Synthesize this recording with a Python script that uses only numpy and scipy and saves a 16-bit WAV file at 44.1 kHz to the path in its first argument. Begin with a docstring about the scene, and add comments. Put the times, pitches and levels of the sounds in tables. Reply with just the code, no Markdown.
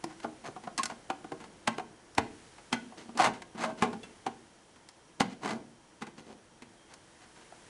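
"""In a small, quiet room, a small drive is nudged and pushed into the bay of a computer case,
close to a camera microphone. Its plastic shell knocks, snaps and scrapes as noise bursts and damped modes;
single sine modes squeak and ring on. Resonant bands make the sheet-metal case ring along, and
decaying noise tails form the room. Dull room noise, hiss and a faint whine lie underneath."""
import sys
import numpy as np
from scipy import signal
from scipy.fft import rfft, irfft, next_fast_len
from scipy.io import wavfile
from scipy.ndimage import map_coordinates

SR = 44100
rng = np.random.default_rng(int(sys.argv[2]) if len(sys.argv) > 2 else 0)


def dump(signal):
    """Clip the signal to [-1, 1] and save it as 16-bit WAV at the path in sys.argv[1]."""
    limited = np.clip(np.atleast_2d(signal).T, -1, 1)
    pcm = np.round(limited * 32767).astype(np.int16)
    wavfile.write(sys.argv[1], SR, pcm)


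N = 339122  # samples

# In contact tables, levels are before the register trims and decays before the register factors.
# the drive knocks against the rails: (time [s], body level [dB], thud re body [dB], hardness [dB],
# thud pitch [Hz], decay t60 [s])
KNOCKS = [(0.041, -34, -3.5, -18, 335, 0.027), (0.201, -54, -2, 2.5, 338, 0.051),
          (0.244, -29.5, -2, -19, 314, 0.076), (0.484, -42.5, 5.5, -19, 349, 0.042),
          (0.563, -40, -5, -13.5, 212, 0.078), (0.637, -47, 1, -4, 238, 0.14),
          (0.673, -34, -5.5, -16.5, 201, 0.06), (0.786, -35.5, 0, 2, 286, .12),
          (0.919, -42, -2.5, -20, 225, 0.039), (1.101, -27.5, -6, -10, 363, 0.055),
          (1.244, -42.5, 5, -10.5, 302, .063), (1.319, -38, 6, -8.5, 380, .065),
          (1.402, -47.5, 2.5, -1.5, 194, 0.24), (1.44, -50, 2, 0, 188, 0.09),
          (1.676, -23.5, -4.5, -3, 232, 0.057), (1.783, -35.5, 2.5, -6.5, 419, 0.036),
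          (1.796, -33.5, -10, -12.5, 470, 0.081), (2.1801, -19.5, -5, -6, 444, 0.06),
          (2.582, -50.5, -10, -4.5, 380, .08), (2.7273, -27.5, 2, -0.5, 256, 0.096),
          (2.922, -48, -12, -13.5, 233, 0.083), (3.091, -47, 5, -12, 238, 0.063),
          (3.152, -52, 16.5, -2.5, 266, 0.16), (3.197, -19.5, -9.5, -14, 370, 0.083),
          (3.243, -22.5, -17, -4, 238, 0.13), (3.27, -28.5, -0.5, -6, 224, 0.12),
          (3.336, -44.5, -2, -1, 392, 0.26), (3.42, -47.5, -2, 2, 350, 0.052),
          (3.549, -56.5, 18, -2, 223, 0.088), (3.594, -41, 3, -8.5, 228, .14),
          (3.638, -26.5, -16, -8, 234, 0.11), (3.823, -22, -1, -7, 216, .035),
          (3.83, -27.5, 3.5, -5, 434, 0.15), (3.929, -38.5, 1, -7.5, 176, 0.13),
          (4.032, -54.5, 12.5, 6, 441, 0.2), (4.265, -27.5, -4, -10, 385, 0.079),
          (4.76, -59, 2, 0.5, 245, .08), (5.206, -22.5, 1.5, -4.5, 208, 0.033),
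          (5.214, -28.5, -8, -4, 253, 0.077), (6.021, -38, 1, -4, 220, 0.089),
          (6.068, -48, 4, -1, 340, 0.13), (6.621, -51, 6, 1.5, 250, 0.081),
          (7.523, -47, -11, -15, 275, 0.032)]
# shoves along the rails: (start [s], rise [s], hold [s], release t60 [s], body level [dB],
# thud re body [dB], hardness [dB])
SHOVES = [(0.08, 0.021, 0.027, 0.071, -53.5, -5, -6.5), (0.214, 0.022, .003, 0.046, -51, -2, 1),
          (0.43, 0.025, 0.021, 0.092, -42.5, -3.5, -6), (0.892, 0.0079, 0.014, 0.054, -38.5, -10.5, -8.5),
          (2.968, 0.011, 0.017, 0.39, -56.5, 6, 5.5), (3.164, 0.033, 0.068, 0.086, -26.5, -11.5, -6.5),
          (3.537, 0.096, 0.007, 0.27, -35.5, -5, -5), (3.675, 0.02, .012, 0.11, -42, 2, -11.5),
          (3.764, 0.019, 0.039, 0.046, -52.5, 2, -0.5), (3.851, 0.0085, .03, 0.16, -43, -0.5, -16),
          (5.268, 0.042, 0.024, 0.09, -57.5, -1, 1.5), (5.402, 0.054, 0.056, 0.26, -37, 0.5, -6),
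          (6.005, 0.016, .003, 0.044, -49, 6, 2), (6.17, 0.012, 0.0063, 0.21, -56, 6, 3.5),
          (6.234, 0.038, 0.058, .1, -60, 10.5, -1), (6.86, 0.043, 0.035, .08, -58.5, -2, -2.5),
          (7.199, 0.013, .03, 0.17, -66.5, 4, 6.5), (7.35, 0.014, .06, .08, -68, 1, 5.5)]
# squeaks and parts left ringing: (time [s], pitch [Hz], level [dB], rise [s], decay t60 [s])
RINGS = [(0.042, 335, -26.5, 0.0022, 0.059), (0.794, 1075, -3.5, 0.016, 0.035),
         (2.182, 109, -27, 0.0021, 0.065), (2.729, 3203, -23.5, 0.00059, 0.029),
         (2.754, 1480, -28, 0.013, 0.1), (3.65, 639.5, -25.5, 0.024, 0.23), (3.826, 759, -21, 0.0016, 0.12),
         (4.031, 2692, -41, 0.0025, 0.08), (4.031, 3430, -41, 0.0028, 0.058), (6.76, 3220, -55, .08, .3)]
# thin plastic clips snap: (time [s], level before trim [dB])
SNAPS = [(0.04, -41), (0.778, -32), (0.833, -30.5), (0.856, -33.5), (2.15, -52.5), (3.175, -38),
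         (4.888, -50.5), (6.938, -51)]
# the drive catches and grinds just before it jumps: (time [s], length [s], level before mix [dB])
CATCHES = [(1.674, 0.0037, -32), (1.78, 0.0035, -47), (5.199, 0.0022, -40), (5.2014, 0.006, -30.5)]
# sheet-metal panels: (pitch [Hz], width [Hz], level before mix [dB])
CASE_PANELS = [(123, 19, -6), (232, 11.8, 1), (290, 15, -32), (470, 18, -8), (653, 7.1, -1.5),
               (744.4, 55, -5), (937, 6.2, -5), (1073, 11, -2), (1185, 22, -7), (1444, 53, -2.5),
               (1558, 9.7, 2), (1660, 51, -10), (2038, 68, -3), (2210, 38, -26), (2490, 29, -38),
               (3060, 44, -9), (4150, 430, -9.5), (4580, 100, -6), (5300, 60, -17), (6350, 34, 3)]
# body, thud, edge and tick, in that order: (low edge [Hz], high edge [Hz])
REGISTERS = [(644, 1133), (163.5, 420), (1290, 3080), (3750, 9000)]
# release of body, thud, edge, tick re the shove's [ratio]: a slowing slide turns to rumble
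LINGER = (0.87, 1.65, 0.59, 0.78)
# sign of body, thud, edge, tick in a scrape: keeps overlapping neighbouring bands from cancelling
POLARITY = (1, -1, -1, 1)
# decay of the room: (frequency [Hz], t60 [s])
ROOM_DECAY = [(150, 0.59), (400, 0.61), (1000, 0.21), (3000, 0.36), (10000, 0.32)]
# colour of the room: (frequency [Hz], relative level [dB])
ROOM_COLOUR = [(80, -6), (230, -4.5), (700, -7), (1500, -5.5), (4000, -10.5), (10000, -13.5)]
# spectrum shared by room noise and hiss: (frequency [Hz], relative density [dB per Hz])
AIR = [(15, -32), (25, -4.5), (194, 0), (276, -2.5), (338, 3.5), (374, -3.5), (457, -1), (635, -4.5),
       (952, -5), (1110, -9.5), (1750, -13), (2490, -20), (3120, -20), (3450, -22.5), (10500, -25.5),
       (13600, -152), (22000, -120)]
# background over time: (time [s], room noise before trim [dB], hiss before trim [dB])
FLOOR = [(0, -60, -61.5), (1.6, -57.5, -63), (1.999, -58.5, -65), (2.4, -60.5, -60), (3.5, -59.5, -64.5),
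         (4.1, -59.5, -61.5), (4.6, -62, -65.5), (6.5, -62, -66.5), (7.69, -60, -60)]
# faint steady bands: (centre [Hz], width [Hz], level [dB])
WHINE = [(942, 25, -79), (3165, 120, -78), (5680, 150, -77.5), (6428, 120, -84)]

TOP_HZ = 11200  # upper limit of the microphone's band


def amp(db):
    """Decibels to a linear gain."""
    return 10 ** (np.asarray(db) / 20)


def unit(x):
    """x at rms 1."""
    return x / np.sqrt(np.mean(x ** 2) + 1e-20)


def blow(x):
    """x with the energy of 10 ms at rms 1."""
    return x / np.sqrt(np.sum(x ** 2) / (SR * 0.01) + 1e-20)


def along(points, hz):
    """Interpolate (frequency [Hz], value) points on a log frequency axis."""
    f, v = np.transpose(points)
    return np.interp(np.log(hz + 1), np.log(f + 1), v)


def filtered(x, response):
    """x through a complex response of frequency, with padding for its tail."""
    m = next_fast_len(len(x) + SR // 2)
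    return irfft(rfft(x, m) * response(np.fft.rfftfreq(m, 1 / SR)), m)[:len(x)]


def band(x, edges_hz, order=2):
    """Causal band-pass."""
    return signal.sosfilt(signal.butter(order, edges_hz, "band", fs=SR, output="sos"), x)


def resonance(f, hz, width):
    """Causal response of one mode, at gain 1 on its pitch."""
    return 1j * f * width / (hz * hz - f * f + 1j * f * width)


def add(track, s, sound):
    """Mix a sound in at time s."""
    start = max(round(s * SR), 0)
    track[start:start + len(sound)] += sound[:N - start]


def ring(t, hz, rise, t60):
    """One damped mode with a soft start."""
    return np.sin(2 * np.pi * hz * t) * amp(-60 * t / t60) * (1 - np.exp(-t / rise))


def background(low_db=0, hiss_db=1, split_hz=2000):
    """Dull room noise, microphone hiss and a faint whine: shaped noises, the first two drifting in level."""
    s, room_level, hiss_level = np.transpose(FLOOR)
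    t = np.arange(N) / SR

    def noise(response):
        return unit(filtered(rng.standard_normal(N), response))

    low = noise(lambda f: amp(along(AIR, f)) / np.hypot(1, (f / split_hz) ** 2))
    hiss = noise(lambda f: amp(along(AIR, f)) / np.hypot(1, (split_hz / (f + 1)) ** 2) * (f < TOP_HZ))
    whine = sum(amp(db) * noise(lambda f: resonance(f, hz, width)) for hz, width, db in WHINE)
    low_gain = amp(np.interp(t, s, room_level) + low_db)
    hiss_gain = amp(np.interp(t, s, hiss_level) + hiss_db)
    return low * low_gain + hiss * hiss_gain + whine


def contact(levels_db, knock_hz, thud_hz, t60, life=(0.85, 1.1, 0.75, 0.6), body_mode=0.77, thud_mode=0.91,
            rise=0.0014, slide=0.022, edge_mode=0.3, edge_hz=1480):
    """A scuff, and the dense cluster of plastic modes that follows; one stands out in body, thud and edge."""
    t, gains = np.arange(SR // 4) / SR, amp(levels_db)

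    def burst(edges, decay):
        return blow(band(rng.standard_normal(len(t)) * amp(-60 * t / decay), edges))

    parts = [burst(edges, t60 * k) for edges, k in zip(REGISTERS, life)]  # the highest modes die first
    edge_pitch = edge_hz * 2 ** (0.114 * rng.standard_normal())
    modes = [(knock_hz, body_mode), (thud_hz, thud_mode), (edge_pitch, edge_mode)]
    for i, (hz, share) in enumerate(modes):
        parts[i] = blow(parts[i] + share * blow(ring(t, hz, rise, t60 * life[i])))
    # the surfaces slide ever faster just before they meet: a decaying burst turned backwards
    scuff = gains @ np.array([burst(edges, slide) for edges in REGISTERS])
    return scuff[:SR // 30][::-1], gains @ np.array(parts)


def snaps(trim_db=-2.0, rise=0.00049):
    """A clip lets go without a scuff: mostly treble, with one balance and one ringing pitch throughout."""
    balance_db = np.array((-8, -18, -5, 0))  # body, thud, edge, tick
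    body_hz, thud_hz, t60 = 1233, 240, 0.054
    clip_hz, clip_db, clip_t60 = 5320, -10, 0.047
    out, t = np.zeros(N), np.arange(SR // 4) / SR
    for s, db in SNAPS:
        _, snap = contact(db + trim_db + balance_db, body_hz, thud_hz, t60)
        add(out, s, snap)
        add(out, s, amp(db + trim_db + clip_db) * blow(ring(t, clip_hz, rise, clip_t60)))
    return out


def knocks(register_db=(-2, -3, -2, -2), scuff_db=-20):
    """Each contact scuffs, then rings the shell; its hardness sets both brightness and body pitch."""
    base_hz, octaves_per_db = 888, 0.02  # a harder contact rings higher
    tick_db, tick_grows = -5.5, 1.27  # the tick follows hardness a little faster than the edge
    out = np.zeros(N)
    for s, db, thud_db, hard_db, thud_hz, t60 in KNOCKS:
        balance_db = np.array([0, thud_db, hard_db, tick_db + tick_grows * hard_db])
        knock_hz = base_hz * 2 ** (octaves_per_db * hard_db)
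        scuff, knock = contact(db + balance_db + register_db, knock_hz, thud_hz, t60)
        add(out, s - len(scuff) / SR, amp(scuff_db) * scuff)
        add(out, s, knock)
    return out


def rings():
    """Single damped pitches: a rail squeaks, a panel or a clip keeps ringing."""
    out, t = np.zeros(N), np.arange(SR // 2) / SR
    for s, hz, db, rise, t60 in RINGS:
        add(out, s, amp(db) * ring(t, hz, rise, t60))
    return out


def scrapes(register_db=(-2, -2, -2, -7), slips_per_s=1300, scatter_db=3):
    """Plastic sticks and slips: a hail of uneven blows over a smooth rub; each shove rises, holds and dies."""
    rise_power = 1.7  # the rub grows with the speed of the slide
    tick_grows = 0.95  # tick level per dB of hardness
    chatter_db, chatter_per_s = 1.5, 140.7  # the grip of a sliding rail comes and goes
    out, t = np.zeros(N), np.arange(SR * 3 // 5) / SR
    for s, rise, hold, release, db, thud_db, hard_db in SHOVES:
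        slips = (rng.random(len(t)) < slips_per_s / SR) * rng.choice([-1, 1], len(t))
        slips = slips * amp(scatter_db * rng.standard_normal(len(t)))
        grip_db = chatter_db * map_coordinates(rng.standard_normal(len(t)), [t * chatter_per_s])
        force = (unit(slips) + 0.5 * rng.standard_normal(len(t))) * amp(grip_db)
        speeding_up = np.minimum(t / rise, 1) ** rise_power
        slowing_s = np.maximum(t - rise - hold, 0)
        levels_db = db + np.array([0, thud_db, hard_db, tick_grows * hard_db]) + register_db
        for edges, level_db, linger, sign in zip(REGISTERS, levels_db, LINGER, POLARITY):
            gain = speeding_up * amp(level_db - 60 * slowing_s / (release * linger))
            add(out, s, sign * unit(band(force, edges)) * gain)
    return out


def catches(edges_hz=(700, 3500)):
    """A few milliseconds of harsh band-passed noise as an edge grinds over a catch."""
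    out = np.zeros(N)
    for s, length, db in CATCHES:
        grind = band(rng.standard_normal(round(length * SR)), edges_hz, order=1)
        add(out, s, amp(db) * unit(grind))
    return out


def case(x):
    """The panels ring along with whatever touches the bay: a sum of resonances."""
    return filtered(x, lambda f: sum(amp(db) * resonance(f, hz, width) for hz, width, db in CASE_PANELS))


def room(x, gap=0.0032, count=24):
    """A diffuse noise tail with its own decay per frequency, drawn afresh for each short stretch."""
    out = np.zeros(N)
    step = N // count + 1
    for start in range(0, N, step):
        hz, t, z = signal.stft(rng.standard_normal(SR * 3 // 5), SR, nperseg=256)
        fall_db = along(ROOM_COLOUR, hz)[:, None] - 60 * t / along(ROOM_DECAY, hz)[:, None]
        onset = 1 - np.exp(-t / gap)
        tail = signal.istft(z * amp(fall_db) * onset, SR, nperseg=256)[1]
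        add(out, start / SR, signal.fftconvolve(x[start:start + step], tail / np.linalg.norm(tail)))
    return out


def scene(direct_db=-1, case_db=1, room_db=-15):
    """Contacts heard directly, through the case and from the room, over the background."""
    contacts = knocks() + snaps() + catches() + scrapes()
    near = amp(direct_db) * contacts + amp(case_db) * case(contacts) + rings()
    return (near + amp(room_db) * room(near) + background())[None]


def record(dry):
    """The camera microphone cuts off steeply above its band limit."""
    return filtered(dry[0], lambda f: 1 / np.hypot(1, (f / TOP_HZ) ** 40))[None]


dry = scene()
out = record(dry)
dump(out)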